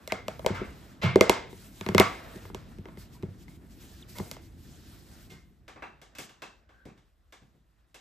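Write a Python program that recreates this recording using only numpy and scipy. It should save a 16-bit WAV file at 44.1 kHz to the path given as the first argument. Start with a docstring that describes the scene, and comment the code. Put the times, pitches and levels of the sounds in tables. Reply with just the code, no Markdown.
"""A kitchen, close to a small two-port microphone. Hands press a plastic lid onto a full food box:
the rim knocks, the clips snap shut, the box slips on the worktop, fingers rub, tap and squeak.
From 5.4 s the kitchen fades out. In a quiet, furnished room plastic toy blocks clack some way off,
and a faint noisy whistle swells and dies near 6.8 s. Low rumble and house hum lie under both rooms."""
import sys
import numpy as np
from scipy import signal
from scipy.fft import rfft, irfft, next_fast_len
from scipy.io import wavfile

SR = 44100
rng = np.random.default_rng(int(sys.argv[2]) if len(sys.argv) > 2 else 0)


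def inscribe(sig):
    """Save sig as 16-bit PCM at rate SR to the path in sys.argv[1].

    A 1-D sig is mono; a 2-D sig holds one channel per row.
    Samples are clipped to [-1, 1] before scaling.
    """
    pcm = np.round(np.clip(np.atleast_2d(sig).T, -1, 1) * 32767)
    wavfile.write(sys.argv[1], SR, pcm.astype(np.int16))


N = 352844

# The slow course of two noises. Each row: time in seconds, midrange noise in dB, low rumble in dB.
NOISE_LEVELS = [(0.0, -59, -55.5), (0.5, -88, -46.5), (0.6, -48, -43), (0.8, -60, -51),
                (1.55, -67.5, -51.5), (2.25, -50, -51.5), (2.55, -63, -46.5), (3.1, -66, -51.5),
                (3.48, -69, -49.5), (4.04, -64.5, -51.5), (4.44, -71.5, -50), (5.04, -65, -52),
                (5.3, -67.5, -53.5), (5.55, -80.5, -60), (5.9, -67.5, -64), (6.35, -69.5, -68.5),
                (6.85, -72.5, -70), (7.1, -79.5, -75.5), (8.0, -79.5, -74)]


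def food_box():
    """Close by, lid and worktop strike the filled box; it rings and the kitchen walls answer."""
    # Knocks, snaps and taps. Each row: start in seconds, crack, boom, knock and brightness in dB,
    # favoured knock pitch in Hz.
    lid_blows = [(0.076, -28, -63, -31, 5.5, 580), (0.1219, -15.5, -37.5, -13.5, -5, 737),
                 (0.2821, -22, -42.5, -20, -4.5, 630), (0.3942, -34.5, -88, -30.5, -15, 566),
                 (0.4463, -37, -42, -16.5, -20, 755), (0.4631, -13, -66, -9, -4.5, 473),
                 (0.5034, -54, -22.5, -22.5, -5, 407), (0.615, -49, -36, -19.5, 2.5, 420),
                 (1.1585, -15.5, -29.5, 3, -6, 411), (1.2099, -4, -29, 1, -3.5, 434),
                 (1.2238, -27, -61, -7, -18, 467), (1.296, -2.5, -34, -4, -3, 402),
                 (1.529, -45.5, -55, -35, -5, 382), (1.811, -25, -33, -32.5, -7, 352),
                 (1.8642, -23, -31, -24.5, -18, 356), (1.8885, -20.5, -21.5, -19, -8, 346),
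                 (1.916, -44, -28, -27, -18, 409), (1.948, -14, -16.5, -6, -7, 408),
                 (1.981, -2, -23, -24, -14, 690), (1.9989, -4, -21, -3.5, 1.5, 380),
                 (2.3594, -48, -39, -29.5, 13, 283), (2.4535, -41, -56, -36, -16, 330),
                 (2.501, -45.5, -44, -34.5, -20, 310), (2.547, -27, -45, -25.5, -0.5, 344),
                 (2.7856, -46, -33, -38.5, -2, 370), (2.8561, -40, -54, -33.5, -19, 352),
                 (2.886, -46, -53, -49, -27, 600), (2.9731, -42, -34.5, -41, -12, 388),
                 (3.2261, -39.5, -25, -63, -5, 348), (3.2328, -43, -25.5, -25.5, -14, 355),
                 (3.2792, -76.5, -29, -63.5, 6.5, 287), (3.4816, -44, -47, -63, -20, 311),
                 (4.1853, -30, -35.5, -45, 8, 347.5), (4.1997, -41, -27, -22, -36, 287),
                 (4.3139, -24.5, -77, -36.5, 4.5, 484), (4.367, -43, -70, -38, -7, 600)]
    # The box slips and rattles on the worktop. 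Each row: start in seconds, crack, boom, knock, clack,
    # tick and room send in dB, contact time in ms, favoured knock pitch in Hz.
    slips = [(.095, -33, -59, -80, -29, -77, -1, 12, 500),
             (.54, -33.5, -56, -69.5, -30, -51.5, 16.5, 10.6, 500),
             (1.014, -14, -47, -23.5, -26.5, -45.5, 15, 19.2, 600),
             (1.03, -34.5, -15, -29, -24, -61.5, 16, 4.5, 575),
             (2.0, -14, -30, -23, -2.5, -34, -0.5, 6, 657.4), (4.15, -36, -39, -36, -42, -38, -2, 25, 600),
             (5.295, -38.5, -44, -44.5, -50.5, -47.5, 13.5, 15.7, 400)]
    # Modes of box and lid. Each row: pitch in Hz, level in dB, seconds to fall 60 dB.
    box_modes = [(96.3, -6, 0.28), (151, -5.5, 0.11), (197, 2, 0.1), (262.5, -13.5, 0.021),
                 (312, -14.5, 0.24), (380, 10, 0.051), (524.2, 14.5, 0.026), (639, 15.5, 0.046),
                 (753, -1.5, 0.24), (927, 4, 0.0085), (1393, -3.5, 0.0092), (2105, -27.5, 0.1),
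                 (2125, -4.5, 0.024), (3580, -22, 0.0038)]
    # Kitchen reverberation. Each row: frequency in Hz, seconds to fall 60 dB.
    kitchen_decay = [(100, 0.44), (400, 0.56), (1200, 0.33), (3000, 0.49), (7000, 0.31), (14000, 0.067)]
    direct, send = strike(contacts(lid_blows, contact_ms=.45, send_db=2) + slips, box_modes)
    return direct + amp(-9.5) * room(send, kitchen_decay)


def toy_blocks():
    """Some way off, blocks clack and ring with the shelf; much of the sound arrives by the walls."""
    # Each row: start in seconds, crack, boom, knock and brightness in dB.
    clacks = [(5.68, -42.5, -61.5, -46.5, -7.5), (5.7604, -51, -55, -47.5, -23.5),
              (5.8226, -39, -53.5, -40, -20), (6.016, -47, -69.5, -50, 1.5),
              (6.1512, -43.5, -57.5, -58.5, 0), (6.1849, -34, -44.5, -39, 7),
              (6.2936, -48.5, -67, -56, -1.5), (6.4202, -37, -55, -41, -6.5),
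              (6.6913, -59, -73.5, -57.5, -12.5), (6.8538, -52, -43, -41, 0),
              (6.8819, -57, -64.5, -65.5, -13.5), (6.9762, -59, -53.5, -70, -5),
              (7.3242, -46, -68, -52.5, -1), (7.418, -65, -50, -60, -6.5), (7.545, -78, -54.5, -66, -8.5),
              (7.9443, -44.5, -70, -49.5, 3.5)]
    # Modes of blocks and shelf. Each row: pitch in Hz, level in dB, seconds to fall 60 dB.
    shelf_modes = [(105, 5, 0.032), (260, 5, 0.043), (335, -4, 0.11), (456, -18, 0.027), (630, 13, 0.015),
                   (1060, -4.5, 0.022), (1730, -8, 0.013), (2630, -2.5, 0.012), (3750, -10, .008)]
    # Reverberation of the furnished room. Each row: frequency in Hz, seconds to fall 60 dB.
    playroom_decay = [(100, 0.26), (400, 0.4), (1200, 0.3), (3000, 0.36), (7000, 0.36), (14000, 0.07)]
    knock_hz = 600
    events = contacts([row + (knock_hz,) for row in clacks], contact_ms=1.11, send_db=-6)
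    direct, send = strike(events, shelf_modes)
    return amp(-1) * direct + amp(16) * room(send, playroom_decay)


def contacts(rows, contact_ms, send_db):
    """Complete each blow for strike(): a brighter one has less clack and more tick."""
    events = []
    for start, crack_db, boom_db, knock_db, bright_db, knock_hz in rows:
        clack_db = crack_db - 9 + .061 * (knock_db - crack_db) - .49 * bright_db
        tick_db = crack_db - 10.5 + .7 * bright_db
        wall_db = send_db - .0375 * crack_db   # weak cracks send a larger share to the room
        events.append((start, crack_db, boom_db, knock_db, clack_db, tick_db,
                       wall_db, contact_ms, knock_hz))
    return events


def strike(events, modes):
    """Bursts of gritty force ring the modes and are heard as cracks. Returns direct sound, room send."""
    # What a blow sends to the walls. Each row: frequency in Hz, gain in dB.
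    to_walls = [(50, 2), (130, 37), (450, 24.5), (1150, 30), (2100, 20), (3000, 12.5), (10000, 17),
                (16500, 9)]
    part_hz = (130, 450, 1150, 3000, 10000)   # boom, knock, clack, crack, tick
    direct, send = np.zeros((2, N + SR)), np.zeros(N + SR)
    size = 8192
    t, grid_hz = np.arange(size) / SR, np.arange(1, size // 2 + 2) * SR / size
    hz, mode_db, t60 = np.array(modes).T[:, :, None]
    low = hz[:, 0] < 800   # slow modes feel one smooth push, fast ones the grit
    push = t * np.exp(-t * 1000 / .6)
    push = rfft(push / push.sum())
    signs, per_port = (-1.) ** np.arange(len(modes))[:, None], (2, len(modes), 1)
    for start, crack_db, boom_db, knock_db, clack_db, tick_db, send_db, contact_ms, knock_hz in events:
        spectrum = list(zip(part_hz, [boom_db, knock_db, clack_db, crack_db, tick_db]))
        # where the blow lands picks the knock
        off_pitch_db = -14 * np.minimum(np.abs(np.log2(hz / knock_hz)), 1) * (hz > 260) * (hz < 800)
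        strength = signs * amp(at_hz(spectrum, hz) + mode_db + off_pitch_db + rng.normal(0, 1.2, per_port))
        phase = rng.normal(0, 1, per_port) * np.minimum(hz / 1800, .7)   # each port hears another part
        rings = strength * np.sin(2 * np.pi * hz * t + phase) * amp(-60 * t / t60)
        slow, fast = rfft(rings[:, low].sum(1)), rfft(rings[:, ~low].sum(1))
        age = t * 1000 / contact_ms
        burst = age * np.exp(-age)
        burst /= np.linalg.norm(burst)
        grit = rfft(burst * rng.standard_normal(size))
        port_grit = rfft(burst * rng.standard_normal((2, size)))
        onset = grit if contact_ms > 4 else 1   # a short contact starts with one clean step
        force = .8 * onset + .6 * grit + .45 * port_grit * np.clip(2200 / grid_hz, .2, 1)
        crack_curve = [(300, -97)] + spectrum[2:] + [(13500, tick_db - 1.5), (16500, tick_db - 7.5)]
        crack = minimum_phase(at_hz(crack_curve, grid_hz) + 19)
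        i = round(start * SR)
        direct[:, i:i + size] += irfft(slow * onset * push + force * (fast + crack), size)
        # the walls get the sound of all sides at once, its pitches only faintly marked
        spread = minimum_phase(at_hz(spectrum, grid_hz) + at_hz(to_walls, grid_hz))
        send[i:i + size] += amp(send_db) * irfft(onset * spread + amp(-9) * force[0] * fast[0], size)
    return direct[:, :N], send[:N]


def skin_rub(noise):
    """Skin hisses over plastic in strokes; the resting hands fade with the kitchen, a faint hiss stays."""
    # Each row: start in seconds, length in seconds, level in dB.
    strokes = [(0.0, 0.088, -75), (0.257, 0.2, -67.5), (0.634, 0.29, -67), (1.49, 0.72, -60),
               (2.215, .28, -62), (2.523, 0.27, -79), (2.971, 0.084, -60), (3.113, 0.05, -63),
               (3.38, 0.049, -66.5), (3.473, 0.088, -64.5), (3.687, 0.33, -62.5), (4.074, 0.27, -57),
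               (4.408, .06, -65), (4.571, 0.69, -65.5), (6.17, 0.079, -54)]
    # Colour of the rubbing. Each row: frequency in Hz, noise density in dB.
    skin_colour = [(1200, -11.5), (2500, -2), (4500, 2.5), (7000, -0.5), (10000, 1), (13000, -2),
                   (15000, -7.5), (16500, -30)]
    resting_db, hiss_db, fade_s, fade_db_per_s = -74.5, -84, 5.4, 91
    attack_s, release_s = .022, .013
    t = np.arange(N) / SR
    gain = amp(resting_db - fade_db_per_s * np.maximum(t - fade_s, 0)) + amp(hiss_db)
    for start, length, db in strokes:
        rise = np.clip((t - start) / attack_s, 0, 1)
        gain += amp(db) * rise * np.exp(-np.maximum(t - start - length, 0) / release_s)
    return gain * coloured(noise, [(600, -50)] + skin_colour)


def finger_squeaks():
    """Damp fingers squeak on the lid: short, rough, gliding tones."""
    # Each row: start and length in seconds, first and last pitch in Hz, level in dB.
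    glides = [(3.138, 0.045, 960, 980, -57.5), (4.019, .028, 4460, 2110, -54),
              (4.102, 0.052, 2150, 1950, -64), (4.148, 0.03, 1780, 2350, -52)]
    out, roughness = np.zeros(N), 1 + .6 * drift(150)
    for start, length, from_hz, to_hz, db in glides:
        i, count = round(start * SR), round(length * SR)
        tone = np.sin(2 * np.pi * np.cumsum(np.geomspace(from_hz, to_hz, count)) / SR)
        out[i:i + count] += amp(db) * np.hanning(count) ** .5 * tone
    return out * roughness


def midrange_noise(noise):
    """Faint noise: the box creaking in the kitchen, then the playroom's soft reverberation."""
    # Each row: frequency in Hz, noise density in dB.
    mid_colour = [(250, -13), (500, 5), (900, -1), (1500, 1.5), (2200, -10), (3500, -13)]
    mid_db, _ = in_time(NOISE_LEVELS)
    return amp(mid_db) * coloured(noise, [(100, -50)] + mid_colour + [(7000, -50)])


def whistle():
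    """Faint noise in one narrow resonance, swelling slowly and dying faster."""
    pitch_hz, peak_s, swell_s, die_s = 1540, 6.82, .1, .052
    b, a = signal.iirpeak(pitch_hz, Q=9, fs=SR)
    tone = signal.lfilter(b, a, signal.lfilter(b, a, rng.standard_normal((2, N))))
    t = np.arange(N) / SR - peak_s
    swell = np.exp(-.5 * (t / np.where(t < 0, swell_s, die_s)) ** 2)
    return amp(-65) * swell * rms_one(tone)


def rumble_and_hum(noise):
    """A low rumble, weaker in the second room, over the deep hum of the house."""
    # Each row of both: frequency in Hz, noise density in dB.
    rumble_colour = [(12, -44), (20, -9), (43, 7.5), (134, 3), (219, -0.5), (258, -14), (313, 1),
                     (455, -35), (497, -19.5), (700, -30.5), (910, -55), (1540, -120)]
    hum_colour = [(20, -24.5), (35, -9), (50, 3.5), (70, -9), (110, -29), (300, -68.5)]
    _, rumble_db = in_time(NOISE_LEVELS)
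    return amp(rumble_db) * coloured(noise, rumble_colour) + amp(-66.5) * coloured(noise, hum_colour)


def room(send, decays):
    """The walls return a diffuse tail that builds within a few ms and dies band by band."""
    t = np.arange(SR) / SR
    tail = sum(band * amp(-60 * t / at_hz(decays, hz)) for hz, band in diffuse_bands(SR))
    tail *= 1 - np.exp(-(t / .0009) ** 2)
    return signal.fftconvolve(send[None], tail / np.sqrt(np.sum(tail ** 2) / 2), axes=1)[:, :N]


def diffuse_bands(count):
    """Yield centre in Hz and stereo noise of each half octave, as the two ports hear diffuse sound."""
    # Each row: frequency in Hz, likeness of left and right from 0 to 1.
    likeness = [(60, 0.79), (300, 0.92), (1000, 0.038), (2400, 1), (5000, 0.39), (8000, 1), (10000, 1),
                (15000, 0.86)]
    edges_hz = 22 * 2 ** np.arange(0, 9.8, .5)
    white = rng.standard_normal((2, 2, count))
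    for k, (low, high) in enumerate(zip(edges_hz, edges_hz[1:])):
        bandpass = signal.butter(2, [low, high], "band", fs=SR, output="sos")
        mid, side = signal.sosfilt(bandpass, white[k % 2])
        hz = np.sqrt(low * high)
        alike = at_hz(likeness, hz)
        yield hz, np.sqrt(1 + alike) * mid + np.sqrt(1 - alike) * side * [[1], [-1]]


def coloured(noise, colour):
    """Mix noise bands along a level curve, at unit rms."""
    return rms_one(sum(band * amp(at_hz(colour, hz)) for hz, band in noise))


def drift(rate_hz):
    """A smooth random wander of spread 1."""
    pole = np.exp(-80 * np.pi * rate_hz / SR)
    slow = signal.lfilter([1], [1, -2 * pole, pole * pole], rng.standard_normal(N // 40 + 2002))[2000:]
    return np.interp(np.arange(N) / 40, np.arange(len(slow)), rms_one(slow))


def minimum_phase(db):
    """The causal response of a level curve on an FFT grid."""
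    cepstrum = irfft(np.log(amp(db)))
    cepstrum[1:len(db) - 1] *= 2
    cepstrum[len(db):] = 0
    return np.exp(rfft(cepstrum))


def amp(db):
    """Decibels to gain."""
    return 10 ** (np.asarray(db) / 20)


def rms_one(x):
    """Scale to unit rms."""
    return x / np.sqrt(np.mean(x ** 2) + 1e-20)


def in_time(rows):
    """Each column of a curve table, sample by sample."""
    seconds, *columns = np.transpose(rows)
    return [np.interp(np.arange(N) / SR, seconds, column) for column in columns]


def at_hz(points, hz):
    """Read a table on a log-frequency axis."""
    table_hz, values = np.transpose(points)
    return np.interp(np.log(hz), np.log(table_hz), values)


def scene():
    """Box and hands close by in the kitchen, then blocks farther off in the other room."""
    impacts = food_box() + toy_blocks()
    flicker = amp(1.3 * drift(8))
    # each band also flickers on its own
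    noise = [(hz, band * amp(1.6 * drift(14))) for hz, band in diffuse_bands(N)]
    rustle = flicker * (skin_rub(noise) + midrange_noise(noise))
    return impacts + rustle + whistle() + finger_squeaks() + rumble_and_hum(noise)


def record(dry):
    """The microphone loses deep bass, turns its ports' phases apart, rounds peaks and cuts the top."""
    # Steady offset between the ports. Each row: frequency in Hz, lead of the right in radians.
    port_phase = [(0, 0), (700, .1), (1700, -.3), (3400, -.8), (4800, -.3), (6200, .4), (7600, .6),
                  (8600, 1.8), (10000, 3.14), (11700, 5.1), (13100, 6.28), (14500, 7.9), (16500, 10)]
    low_cut_hz, high_cut_hz = 45.6, 16500
    size = next_fast_len(N + 4096)
    turn = np.interp(np.arange(size // 2 + 1) * SR / size, *np.transpose(port_phase))
    thin = signal.sosfilt(signal.butter(3, low_cut_hz, "high", fs=SR, output="sos"), dry)
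    ported = irfft(rfft(thin, size) * np.exp(.5j * turn * np.array([[-1], [1]])), size)[:, :N]
    rounded = 1.2 * np.tanh(ported / 1.2)
    return signal.sosfilt(signal.cheby2(12, 70, high_cut_hz, fs=SR, output="sos"), rounded)


dry = scene()
out = record(dry)
inscribe(out)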